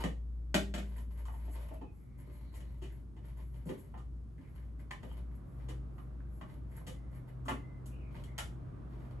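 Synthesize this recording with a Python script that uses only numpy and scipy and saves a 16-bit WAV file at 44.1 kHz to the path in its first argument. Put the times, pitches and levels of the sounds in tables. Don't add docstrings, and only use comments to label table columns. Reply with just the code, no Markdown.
import sys
import numpy as np
from scipy import signal
from scipy.fft import rfft, irfft, next_fast_len
from scipy.io import wavfile
from scipy.ndimage import uniform_filter1d

SR = 44100
rng = np.random.default_rng(int(sys.argv[2]) if len(sys.argv) > 2 else 0)


def to_wav(s):
    ch = np.atleast_2d(s).T
    pcm = np.round(np.clip(ch, -1, 1) * 32767)
    wavfile.write(sys.argv[1], SR, pcm.astype(np.int16))


N = 405719
TIME_S = np.arange(N) / SR

# time_s, roar_db
TRAFFIC_LEVEL = [(0, -67.5), (4.3, -66.5), (5.6, -58.5), (6.5, -60.5), (9.2, -54.5)]
# freq_hz, gain_db
RUMBLE_SPECTRUM = [(25, -21), (45, 7.5), (85, 8), (150, 5), (270, -5.5), (400, -12.5), (800, -37)]
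ROAR_SPECTRUM = [(170, 7.5), (290, 13), (450, 2.5), (600, 3), (850, -3), (1180, -2), (1700, -11.5),
                 (2600, -21.5), (4000, -29), (12000, -53.5)]
HISS_SPECTRUM = [(500, 3), (2000, 1), (5000, -2.5), (9000, -4.5), (11500, -3.5), (13000, -10)]
# time_s, level_db, second_machine_ratio
HUM_LEVEL = [(0, -40, 0.06), (1.6, -40, 0), (2.0, -53, 0), (2.8, -44, 0.26), (4.3, -50, 0.95),
             (5.7, -44, 0.44), (6.6, -48.5, 0.55), (9.2, -48, 0.26)]
# time_s, lead_turns
HUM_LEAD = [(0, .4), (3.12, 3), (4.45, 5), (6.5, 9), (7.25, 11), (9.2, 15)]
# time_s, level_db
MOTOR_LEVEL = [(1.7, -84), (2, -60), (5.4, -57.5), (5.7, -49), (6.4, -59.5), (7.4, -48.5), (8.35, -53),
               (9.2, -52)]
# start_s, length_s, start_hz, end_hz, width_hz, level_db
THIN_SQUEAKS = [(1.681, 0.23, 2724, 2527, 221, -75), (1.847, 0.95, 2130, 2045, 524, -80),
                (2.252, 0.51, 4200, 4010, 816, -82), (4.429, 0.062, 2120, 1874, 1203, -69),
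                (5.073, 0.054, 2920, 3080, 396, -71), (6.932, 0.27, 2030, 2026, 218, -78),
                (7.53, 0.26, 2055, 2052, 147, -70.5), (7.878, 0.15, 2550, 2770, 527, -71),
                (7.98, 0.16, 2350, 2320, 522, -72), (8.197, 0.26, 2110, 2030, 380, -70)]
# freq_hz, t60_s
ROOM_DECAY = [(150, 0.27), (400, 0.34), (1000, 0.23), (3000, 0.26), (7500, 0.26), (13000, 0.24)]
# freq_hz, gain_db
WALL_SPECTRUM = [(3500, 0), (8000, -1), (13000, -2.5)]
# freq_hz, correlation
DIFFUSE_CORRELATION = [(60, 1), (130, 0.64), (260, 0.65), (550, 0.0089), (2000, 0.056), (5000, 0.26),
                       (8000, 0.85), (9300, 1), (11500, 0.38)]
# start_s, clack_db, boom_db, contact_s
LANDINGS = [(0.5435, -28, -35, 0.0047), (0.740, -41.5, -48, 0.0069), (0.779, -47.5, -48.5, 0.0086)]
# pitch_hz, level_db, t60_s
BENCH_MODES = [(203, 31, 0.064), (198.7, 5, 0.74), (319, 23.5, 0.066), (304, -2, 0.25), (392, 0, 0.39),
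               (623, 15, 0.057), (723, 11.5, 0.044)]
# freq_hz, gain_db
CLACK_SPECTRUM = [(88, -17), (170, -2), (309, -11), (530, -10), (740, -8.5), (1010, -17.5), (1600, -11),
                  (2300, -16), (3300, -17), (4400, -24), (6030, -26.5), (7680, -24), (9200, -38.5),
                  (11000, -25), (13000, -38), (18000, -90)]
SLAP_SPECTRUM = [(200, -22), (400, -4.5), (600, -1.5), (860, 5.5), (1000, -4.5), (1150, 2.5), (1450, -8.5),
                 (1850, 2.5), (2350, -8.5), (2950, -2), (4000, -11.5), (5000, -15), (7300, -12),
                 (9200, -21), (11000, -11), (13000, -26), (18000, -102)]
# centre_s, length_s, level_db
SLEEVE_BRUSHES = [(1.129,0.068,-71), (1.383,0.077,-73), (1.524,0.056,-54), (1.985,0.19,-76),
                  (2.347,0.1,-67), (2.717,0.068,-78), (3.456,0.19,-74), (3.793,.05,-60), (5.51,0.17,-77),
                  (5.997,0.17,-75), (6.356,0.16,-71.5)]
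# centre_s, length_s, level_db, grip_db
HAND_STROKES = [(0.005, 0.043, -53, 15.5), (0.91, 0.28, -72.5, 9), (1.147, 0.15, -76.5, 9.5),
                (1.419, 0.39, -76.5, 7.5), (1.642, 0.26, -69, 12.5), (2.195, 0.057, -79.5, 7.5),
                (2.387, 0.42, -86.5, 14), (2.604, 0.92, -83, 9), (2.93, 0.11, -81.5, 6),
                (3.28, 0.14, -79, 12), (3.392, 0.087, -69, 9), (3.547, 0.067, -78.5, 4),
                (3.735, 0.53, -80, 10.5), (4.536, 0.39, -81, 10), (4.799, 0.039, -71.5, 8),
                (5.106, 0.23, -75.5, 10.5), (5.334, 0.059, -80.5, 8), (5.626, 0.16, -80.5, 11.5),
                (6.515, 0.15, -74.5, 10), (6.755, 0.14, -69.5, 7.5), (7.151, 0.082, -71, 8.5),
                (7.284, 0.028, -69.5, 11), (8.163, 0.14, -72, 11.5), (9.016, 0.3, -77, 11)]
# freq_hz, gain_db
CREAK_SPECTRUM = [(150, -35), (320, -8), (580, 0), (740, -10.5), (950, 0), (1250, -11.5), (1700, -18),
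                  (3000, -17)]
RUB_SPECTRUM = [(800, -76), (1500, 13.5), (2100, 15), (3200, -16), (4500, -10), (8000, -62)]
SWISH_SPECTRUM = [(2000, -61), (4000, -22), (5500, -19.5), (7500, -7.5), (9200, -16), (11300, 6.5),
                  (12500, -13.5), (14000, 3)]
# start_s, level_db, pitch_hz
TICKS_AND_CRACK = [(1.282,-60,1520), (1.565,-70,1140), (3.247,-69,1450), (3.388,-68,1000),
                   (4.911,-43.5,1850), (5.113,-58,930), (6.204,-65.5,1490), (6.776,-60,1410),
                   (6.813,-59,850)]
# start_s, contact_s, slap_db,
# tilt_db_per_octave, thud_db, thud_hz, ring_db, ring_hz
TYRE_FLOPS = [(0.0388,0.0021,-40,-2,-34.5,178,-46,489), (0.982,0.0046,-64,1.5,-54,200,-61,1000),
              (1.254,0.003,-63,2.5,-75,260,-57.5,1080), (1.283,0.0017,-56,-7.5,-80,340,-58,980),
              (1.338,0.004,-64,-6,-73,200,-60,900), (1.479,0.0074,-63,-4,-56.5,284,-59.5,696),
              (1.708,0.01,-58.5,-12,-54.5,290,-53.5,610), (1.813,0.0056,-63.5,-4,-49,296,-51.5,840),
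              (2.273,0.006,-69,-18,-59.5,365,-68,484), (2.543,0.016,-62,9,-67,199,-66.5,1990),
              (2.605,0.0025,-63,-0.5,-55,163,-64.5,530), (2.818,0.025,-57.5,0.5,-49,348,-64,2660),
              (3.166,0.0064,-65,-3.5,-58.5,304,-75,920), (3.655,0.018,-63,15,-39.5,152,-48.5,480),
              (3.692,0.0047,-51,-3,-40,290,-59,576), (3.94,0.0058,-54.5,-12.5,-53,193,-54.5,867),
              (3.974,0.015,-64.5,0,-61,318,-62,1140), (4.381,0.0019,-83,1,-56,271,-69.5,1770),
              (4.9091,0.0029,-47,-2,-68,330,-52.5,1010), (5.031,0.005,-57,-3.5,-52,173,-54,486),
              (5.686,0.012,-54.5,1,-49.5,340,-65,1020), (5.982,0.0027,-62,-4.5,-63.5,330,-61,1115),
              (6.412,0.0034,-52.5,-5.5,-52,174,-54,1114), (6.867,0.016,-51,2.5,-48,162,-52.5,524),
              (7.454,0.01,-64,7,-53,258,-51,1130), (7.4824,0.0069,-36.5,-5,-51,298,-39.5,1110),
              (7.486,0.011,-54,5.5,-66,300,-48,1720), (7.509,0.0022,-59,-9,-41.5,290,-52.5,2670),
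              (7.859,0.0055,-60.5,9,-61,169,-75,1000), (8.238,0.0026,-63,4,-61,200,-69,3270),
              (8.380,0.0025,-46,3.5,-74,170,-53,3000), (8.386,0.002,-41.5,1.5,-70,170,-46.5,1370)]


def from_db(db):
    return 10 ** (np.asarray(db) / 20)


def unit_rms(x):
    return x / np.sqrt(np.mean(x ** 2) + 1e-20)


def unit_blow(x):
    return x / np.sqrt(np.sum(x ** 2) / (SR * 0.02) + 1e-20)


def in_time(table):
    times_s, *columns = np.transpose(table)
    return [np.interp(TIME_S, times_s, column) for column in columns]


def at_hz(table, hz):
    freqs_hz, values = np.transpose(table)
    return np.interp(np.log(hz), np.log(freqs_hz), values)


def drift(rate_hz):
    knots = rng.standard_normal(4096)
    return np.interp(TIME_S * rate_hz, np.arange(len(knots)), knots)


def add(track, start_s, sound):
    start = round(start_s * SR)
    part = sound[max(-start, 0):N - start]
    start = max(start, 0)
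    track[start:start + len(part)] += part


def swells(moves):
    speed = np.zeros(N)
    for centre_s, length_s, level_db in moves:
        arch = np.sin(np.linspace(0, np.pi, int(length_s * SR)))
        add(speed, centre_s - length_s / 2, from_db(level_db) * arch)
    return speed


def resonance(x, pitch_hz, width_hz):
    radius = np.exp(-np.pi * width_hz / SR)
    feedback = [1, -2 * radius * np.cos(2 * np.pi * pitch_hz / SR), radius ** 2]
    return signal.lfilter(np.array([1, 0, -1]) * (1 - radius ** 2) / 2, feedback, x + 1e-18)


def damped_ring(touch, pitch_hz, width_ratio):
    width_hz = width_ratio * pitch_hz
    return unit_blow(resonance(resonance(touch, pitch_hz, width_hz), pitch_hz, width_hz))


def colour(noise, spectrum):
    size = next_fast_len(N)
    hz = np.maximum(np.arange(size // 2 + 1) * SR / size, 1)
    rolloff = np.maximum(hz / spectrum[-1][0], 1) ** 2
    gain = from_db(at_hz(spectrum, hz)) * (hz > 20) / rolloff
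    return unit_rms(irfft(rfft(noise, size) * gain, size)[..., :N])


def minimum_phase(x, spectrum, tilt_db_per_octave=0):
    hz = np.maximum(np.abs(np.fft.fftfreq(len(x), 1 / SR)), 1)
    gain_db = at_hz(spectrum, hz) + tilt_db_per_octave * np.maximum(np.log2(hz / 1000), 0)
    response = np.exp(np.conj(signal.hilbert(np.log(from_db(gain_db)))))
    return np.fft.ifft(np.fft.fft(x) * response).real


def diffuse(size):
    mid, side = rfft(rng.standard_normal((2, next_fast_len(size))))
    hz = np.linspace(1, SR / 2, len(mid))
    correlation = np.clip(at_hz(DIFFUSE_CORRELATION, hz), -1, 1)
    return irfft(np.sqrt(1 + correlation) * mid + np.sqrt(1 - correlation) * side * [[1], [-1]])[:, :size]


def contact(decay_s, grit_db, snap, rise_ratio=0.18):
    size = SR // 5
    age = TIME_S[:size] / decay_s
    slips = rng.standard_normal(size)
    slips *= from_db(grit_db * np.repeat(rng.standard_normal(size), 16)[:size])
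    envelope = np.exp(-age) * (1 - np.exp(-age / rise_ratio))
    spectrum = rfft(slips * envelope + snap * (age == 0), 2 * size)
    smooth_power = uniform_filter1d(np.abs(spectrum) ** 2, size=120)
    return irfft(spectrum / np.sqrt(smooth_power + 1e-12))[:size]


def street(mean_rumble_db=-51.5, rumble_slope=0.28, hiss_db=-83.2):
    roar_db, = in_time(TRAFFIC_LEVEL)
    rumble_db = mean_rumble_db + rumble_slope * (roar_db - roar_db.mean())
    rumble = from_db(rumble_db) * colour(diffuse(N), RUMBLE_SPECTRUM)
    roar = from_db(roar_db) * colour(diffuse(N), ROAR_SPECTRUM)
    hiss = from_db(hiss_db) * colour(diffuse(N), HISS_SPECTRUM)
    return rumble + roar + hiss


def machines(hum_hz=57.5, motor_hz=126.8, flutter_db=2.0, pan_db=0.73):
    hum_db, second_ratio = in_time(HUM_LEVEL)
    lead_turns, = in_time(HUM_LEAD)
    motor_db, = in_time(MOTOR_LEVEL)
    phase = 2 * np.pi * hum_hz * TIME_S
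    hum = from_db(hum_db) * (np.sin(phase) - second_ratio * np.sin(phase + 2 * np.pi * lead_turns))
    motor_gain = from_db(motor_db + flutter_db * drift(8.1))
    motor = motor_gain * np.sin(2 * np.pi * motor_hz * TIME_S + drift(2.068))
    return np.sqrt(2) * (hum * from_db([[pan_db], [-pan_db]]) + motor)


def squeaks(falter_db=3.0):
    out = np.zeros(N)
    for start_s, length_s, start_hz, end_hz, width_hz, level_db in THIN_SQUEAKS:
        size = int(length_s * SR)
        phase = 2 * np.pi * np.cumsum(np.linspace(start_hz, end_hz, size)) / SR
        band = drift(width_hz)[:size] * np.sin(phase) + drift(width_hz)[:size] * np.cos(phase)
        swell = np.sqrt(np.abs(np.sin(np.linspace(0, np.pi, size))))
        gain = from_db(level_db + falter_db * drift(46)[:size])
        add(out, start_s, gain * swell * band)
    return out


def workshop(x, build_s=0.00023):
    age_s = TIME_S[:SR // 2]
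    edges_hz = np.geomspace(90, 16000, 13)
    noises = [diffuse(len(age_s)) for _ in range(2)]
    tail = 0
    for k, (low_hz, high_hz) in enumerate(zip(edges_hz, edges_hz[1:])):
        bandpass = signal.butter(2, [low_hz, high_hz], "band", fs=SR, output="sos")
        t60_s = at_hz(ROOM_DECAY, np.sqrt(low_hz * high_hz))
        tail += signal.sosfilt(bandpass, noises[k % 2]) * from_db(-60 * age_s / t60_s)
    tail = unit_rms(tail * (1 - np.exp(-age_s / build_s))) / np.sqrt(len(age_s))
    tail = np.array([minimum_phase(channel, WALL_SPECTRUM) for channel in tail])
    return signal.fftconvolve(x[None], tail, axes=1)[:, :N]


def bench(rise_cycles=3.96):
    out, age_s = np.zeros(N), TIME_S[:SR]
    for start_s, _, boom_db, _ in LANDINGS:
        for pitch_hz, level_db, t60_s in BENCH_MODES:
            build = 1 - np.exp(-(age_s * pitch_hz / rise_cycles) ** 2)
            decay = from_db(boom_db + level_db - 60 * age_s / t60_s)
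            add(out, start_s, build * decay * np.sin(2 * np.pi * pitch_hz * age_s))
    return out


def packaging():
    out = np.zeros(N)
    for start_s, clack_db, _, contact_s in LANDINGS:
        clack = minimum_phase(contact(contact_s, grit_db=4, snap=6.3), CLACK_SPECTRUM)
        add(out, start_s, from_db(clack_db) * unit_blow(clack))
    return out


def sleeves(flicker_db=1.5):
    flicker = from_db(flicker_db * drift(110))
    return swells(SLEEVE_BRUSHES) * flicker * colour(rng.standard_normal(N), SWISH_SPECTRUM)


def hands(creak_db=-0.5, rub_db=2.0, swish_db=15.0, base_catches_per_s=80, catch_db=31, uneven_db=5.5):
    out, tack = np.zeros(N), drift(45)
    layers = (CREAK_SPECTRUM, creak_db, 1), (RUB_SPECTRUM, rub_db, 0), (SWISH_SPECTRUM, swish_db, -1)
    for spectrum, layer_db, grip_sign in layers:
        speed = swells((centre_s, length_s, level_db + grip_sign * grip_db)
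                       for centre_s, length_s, level_db, grip_db in HAND_STROKES)
        catches = rng.random(N) < base_catches_per_s * from_db(6 * tack) / SR
        friction = rng.standard_normal(N) * (1 + from_db(catch_db) * catches)
        gain = from_db(layer_db + uneven_db * (tack + drift(81)) / 2)
        out += speed * gain * colour(friction, spectrum)
    return out


def ticks_and_crack():
    out = np.zeros(N)
    for start_s, level_db, pitch_hz in TICKS_AND_CRACK:
        burst = contact(decay_s=0.0022, grit_db=6, snap=1.8)
        add(out, start_s, from_db(level_db) * damped_ring(burst, pitch_hz, width_ratio=0.38))
    return out


def tyre(grit_db=5.5, thud_lag_s=0.00198, thud_contact_s=0.004):
    out = np.zeros(N)
    for start_s, contact_s, slap_db, tilt_db_per_octave, thud_db, thud_hz, ring_db, ring_hz in TYRE_FLOPS:
        slap = minimum_phase(contact(contact_s, grit_db, snap=5.6), SLAP_SPECTRUM, tilt_db_per_octave)
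        ring = damped_ring(contact(contact_s, grit_db, snap=2.1), ring_hz, width_ratio=0.25)
        thud = damped_ring(contact(thud_contact_s, grit_db, snap=3.2), thud_hz, width_ratio=0.53)
        add(out, start_s, from_db(slap_db) * unit_blow(slap) + from_db(ring_db) * ring)
        add(out, start_s + thud_lag_s, from_db(thud_db) * thud)
    return out


def direct(x, pan_db, gain_db=-4.5, left_lag_s=0.000125):
    left = np.roll(x, round(left_lag_s * SR))
    return from_db(gain_db) * np.array([left, x]) * from_db([[pan_db], [-pan_db]])


def scene(tick_send_db=-7, boom_send_db=-9):
    centre = tyre() + hands() + sleeves() + squeaks()
    ticks, clack, boom = ticks_and_crack(), packaging(), bench()
    room = workshop(centre + clack + from_db(tick_send_db) * ticks + from_db(boom_send_db) * boom)
    straight = direct(centre + ticks + boom, pan_db=0.6) + direct(clack, pan_db=2.0)
    return straight + room + machines() + street()


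def record(dry, mid_gain=0.24, presence_gain=0.34, cutoff_hz=13000):
    presence = presence_gain * resonance(dry, pitch_hz=3600, width_hz=1700)
    mids = mid_gain * resonance(dry, pitch_hz=1400, width_hz=1300)
    tilted = dry + np.array([[1], [-1]]) * (presence - mids)
    lowpass = signal.ellip(8, 0.3, 70, cutoff_hz, fs=SR, output="sos")
    return signal.sosfilt(lowpass, tilted)


dry = scene()
out = record(dry)
to_wav(out)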